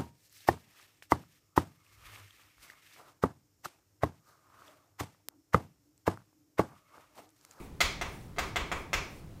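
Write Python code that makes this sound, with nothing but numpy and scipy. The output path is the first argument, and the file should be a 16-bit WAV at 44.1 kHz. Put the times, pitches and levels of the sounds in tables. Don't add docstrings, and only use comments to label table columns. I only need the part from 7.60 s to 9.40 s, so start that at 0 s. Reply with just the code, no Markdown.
import sys
import numpy as np
from scipy import signal
from scipy.fft import rfft, irfft
from scipy.io import wavfile
from scipy.ndimage import uniform_filter1d

SR = 44100
rng = np.random.default_rng(int(sys.argv[2]) if len(sys.argv) > 2 else 0)


def attenuation_scalar(level_db):
    decades = np.asarray(level_db, float) / 20
    return 10 ** decades


def dump(signal):
    limited = np.clip(np.atleast_2d(signal).T, -1, 1)
    pcm = np.round(limited * 32767).astype(np.int16)
    wavfile.write(sys.argv[1], SR, pcm)


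N = 79380
LEAD = 8820
TILT_PIVOT_HZ = 1700


def evened(x):
    return x / np.sqrt(np.mean(x ** 2) + 1e-20)


def read(points, hz):
    f, value = np.transpose(points)
    return np.interp(np.log(hz + 1), np.log(f + 1), value)


def colour(x, points):
    hz = np.fft.rfftfreq(len(x), 1 / SR)
    return irfft(rfft(x) * attenuation_scalar(read(points, hz)), len(x))


def add(mix, start_s, sound):
    part = mix[round(start_s * SR) + LEAD:][:len(sound)]
    part += sound[:len(part)]


# (frequency [Hz], density [dB per Hz])
AIR_SPECTRUM = [(20, -3.5), (50, -3.5), (130, -2), (300, -14), (600, -25), (1100, -28), (2500, -37),
                (16000, -46)]
AIR_DB, AIR_PATCH_DB = -47.5, 0.73


def air():
    hz = np.fft.rfftfreq(1024, 1 / SR)
    real, imag, patches = rng.standard_normal((N // 256 + 5, 513, 3)).T
    patches = uniform_filter1d(patches, size=8, axis=0)
    patches = evened(uniform_filter1d(patches, size=10, axis=1))
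    level_db = read(AIR_SPECTRUM, hz)[:, None] + AIR_PATCH_DB * patches
    noise = signal.istft((real + 1j * imag) * attenuation_scalar(level_db), nperseg=1024, noverlap=768)[1]
    return attenuation_scalar(AIR_DB) * evened(noise[:N])


# (frequency [Hz], t60 [s])
ROOM_T60 = [(150, 1), (500, 1), (1200, 0.45), (2500, 0.44), (5000, 0.54), (9000, 0.33), (15000, 0.22)]
# (frequency [Hz], level [dB])
ROOM_COLOUR = [(400, 3.5), (650, -4), (1150, 3), (1620, -0.5), (2450, 3), (4500, -3.5), (8000, -3),
               (15000, 1.5)]
ROOM_DB, ROOM_BUILD_S = 4.5, 0.0029
EARLY_DB, EARLY_S = 5, 0.013
BACK_WALL_S, BACK_WALL_DB, BACK_WALL_SPREAD_S = 0.0505, 2, 0.0083


def room_tail():
    arrivals = np.zeros(SR)
    at = np.arange(0, SR - 12, 12) + rng.integers(0, 12, (SR - 1) // 12)
    arrivals[at] = rng.choice([-1., 1.], len(at))
    hz, frame_s, z = signal.stft(arrivals, SR, nperseg=256)
    decay_db = -60 * frame_s / read(ROOM_T60, hz)[:, None]
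    z = z * attenuation_scalar(read(ROOM_COLOUR, hz)[:, None] + decay_db)
    tail = signal.istft(z, SR, nperseg=256)[1][:SR]
    t = np.arange(SR) / SR
    build = 1 - np.exp(-(t / ROOM_BUILD_S) ** 2)
    back_wall_db = BACK_WALL_DB * np.exp(-((t - BACK_WALL_S) / BACK_WALL_SPREAD_S) ** 2)
    early_db = EARLY_DB * np.exp(-(t / EARLY_S) ** 2)
    tail = tail * build * attenuation_scalar(back_wall_db + early_db)
    return attenuation_scalar(ROOM_DB) * tail / np.linalg.norm(tail)


# (delay [s], gain [dB], sign [+1 or -1])
NEAR = [(.0015, -8, 1), (.0030, -9, 1), (.0057, -3, 1), (.0072, -9, 1), (.0093, -4, -1), (.0125, -10, 1),
        (.0165, -10, 1)]


def classroom(direct, spread):
    near = np.zeros(1000)
    for delay_s, gain_db, sign in NEAR:
        near[round(delay_s * SR)] = sign * attenuation_scalar(gain_db)
    near = np.convolve(near, [.25, .5, .25])
    echoes = signal.fftconvolve(direct, near)[:len(direct)]
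    late = signal.fftconvolve(spread, room_tail())[:len(direct)]
    return direct + echoes + late


WALL_HZ = (26.1, 38.9, 53, 75.6)
THUMP_RISE_S, THUMP_DB = 0.037, -24.5


def thump(level_db):
    t = np.arange(9000) / SR
    swell = (t / THUMP_RISE_S) ** 2 * np.exp(2 - 2 * t / THUMP_RISE_S)
    swing = sum(np.sin(2 * np.pi * (hz * t + rng.random())) for hz in WALL_HZ)
    return attenuation_scalar(level_db) * swell * swing


# (start [s], length [s], level [dB])
STROKES = [
    (-.05, 0.12, -64.5),
    (0.243, 0.094, -61.5),
    (0.443, 0.12, -64.5),
    (0.52, 0.16, -68.5),
    (.83, 0.075, -63),
    (0.99, 0.24, -72),
    (1.144, 0.092, -68),
    (1.395, 0.079, -67),
    (1.47, 0.14, -66.5),
]
# (frequency [Hz], level [dB])
STROKE_COLOUR = [(500, 11.5), (2000, 1), (5000, 1), (9000, 4.5), (15000, -2)]
GRAINS_PER_S, GRAIN_SPREAD_DB = 9000, 1.5


def strokes():
    t = (np.arange(N + LEAD) - LEAD) / SR
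    press = np.zeros(len(t))
    for start_s, length_s, level_db in STROKES:
        progress = np.clip((t - start_s) / length_s, 0, 1)
        press += attenuation_scalar(level_db) * np.sin(np.pi * progress) ** 0.45
    slips = rng.random(len(t)) < GRAINS_PER_S / SR
    strength = attenuation_scalar(GRAIN_SPREAD_DB * rng.exponential(1, len(t)))
    grains = slips * strength * rng.standard_normal(len(t))
    return press * evened(colour(grains, STROKE_COLOUR))


BLUR_HZ, WIDE_BLUR_HZ, WIDE_FROM_HZ = 220, 1500, 3000


def scattered(sound, tilt_db):
    hz = np.fft.rfftfreq(len(sound), 1 / SR)
    power = abs(rfft(sound)) ** 2
    fine = uniform_filter1d(power, size=int(BLUR_HZ / hz[1]))
    wide = uniform_filter1d(power, size=int(WIDE_BLUR_HZ / hz[1]))
    share = np.clip(hz / WIDE_FROM_HZ - 1, 0, 1)
    lean = attenuation_scalar(tilt_db * np.log2(np.clip(hz, 300, 5000) / TILT_PIVOT_HZ))
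    pulse = irfft(np.sqrt(abs(fine + share * (wide - fine))) * lean, len(sound))
    return np.roll(pulse, 150)[:300] * np.hanning(300)


# (frequency [Hz], level [dB])
CRUMBLE = [(2000, 5), (4000, 0), (6000, 1), (7800, -3.5), (9500, -11), (12000, -13), (15000, -15.5)]
CRUMBLE_DELAY_S, CRUMBLE_RISE_T60_S, CRUMBLE_T60_S, TICK_DB = 0.0025, 0.011, 0.013, -17


def crumble(level_db):
    t = np.arange(3000) / SR
    late = t - CRUMBLE_DELAY_S
    spray = evened(colour(rng.standard_normal(len(t)), CRUMBLE))
    fall_db = 60 * np.maximum(late / CRUMBLE_T60_S, -late / CRUMBLE_RISE_T60_S)
    spray = spray * attenuation_scalar(level_db - fall_db)
    spray[4] += attenuation_scalar(level_db + TICK_DB)
    return spray


# (frequency [Hz], level [dB], t60 [s])
SLATE = [(405, -23.5, 0.015), (694, -39, 0.018), (960, -28, 0.054), (1223, -17, 0.018), (1410, -28, 0.019),
         (2134, -18, 0.023), (2380, -14, 0.038), (2740, -21, 0.024), (3550, -18.5, 0.024),
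         (4470, -10, 0.012)]
SPOT_DB, SPOT_DETUNE = 1.2, 0.008


def tap(peak_db, contact_ms, crumble_db, tilt_db):
    t = np.arange(3000) / SR
    contact = np.arange(60) / SR / (max(contact_ms, .1) / 1000)
    blow = np.sin(np.pi * np.minimum(contact, 1)) ** 2
    ring = np.zeros(len(t))
    for hz, level_db, t60_s in SLATE:
        spot_level, spot_pitch = rng.standard_normal(2)
        mode_db = level_db + SPOT_DB * spot_level + tilt_db * np.log2(hz / TILT_PIVOT_HZ)
        mode_hz = hz * (1 + SPOT_DETUNE * spot_pitch)
        ring += attenuation_scalar(mode_db - 60 * t / t60_s) * np.sin(2 * np.pi * mode_hz * t)
    out = np.convolve(ring, blow / blow.sum())[:len(t)]
    out[:len(blow)] += blow
    return attenuation_scalar(peak_db) * (out + crumble(crumble_db))


# (time [s], peak [dB], contact [ms], crumble [dB], tilt [dB per octave])
TAPS = [
    (0.2053, -15, 0.13, -5.5, 2),
    (.4126, -20.5, 0.37, -11.5, 0.2),
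    (0.7635, -38.5, 0.3, -19, -4),
    (0.7708, -40.5, 0.23, -17, -7.5),
    (.7840, -17.5, 0.41, -12, 2.1),
    (0.959, -16, 0.31, -15, 0.9),
    (1.1163, -18.5, 0.4, -16.5, 0.8),
    (1.3313, -16, 0.29, -11, 1.5),
]
# (peak [dB], contact [ms], crumble [dB], tilt [dB per octave])
EARLIER_TAP = (-20, -0.24, -22, -3.1)
EARLIER_S = -0.12


def scene():
    direct, wall = strokes(), np.zeros(N + LEAD)
    spread = direct.copy()
    for start_s, peak_db, *touch in [(EARLIER_S, *EARLIER_TAP)] + list(TAPS):
        sound = tap(peak_db, *touch)
        add(direct, start_s, sound)
        add(spread, start_s, scattered(sound, touch[-1]))
        add(wall, start_s, thump(peak_db + THUMP_DB))
    low_cut = signal.butter(N=1, Wn=480, btype="high", fs=SR)
    chalk = signal.lfilter(*low_cut, classroom(direct, spread))
    return ((chalk + wall)[LEAD:] + air())[None]


def top_cut(x):
    return signal.sosfilt(signal.butter(12, 16630, fs=SR, output="sos"), x)


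def record(dry):
    edge = signal.firwin(255, 15900, window=("kaiser", 6), fs=SR)
    mix = signal.oaconvolve(dry, edge[None], "same")
    return top_cut(mix)


dry = scene()
out = record(dry)
dump(out)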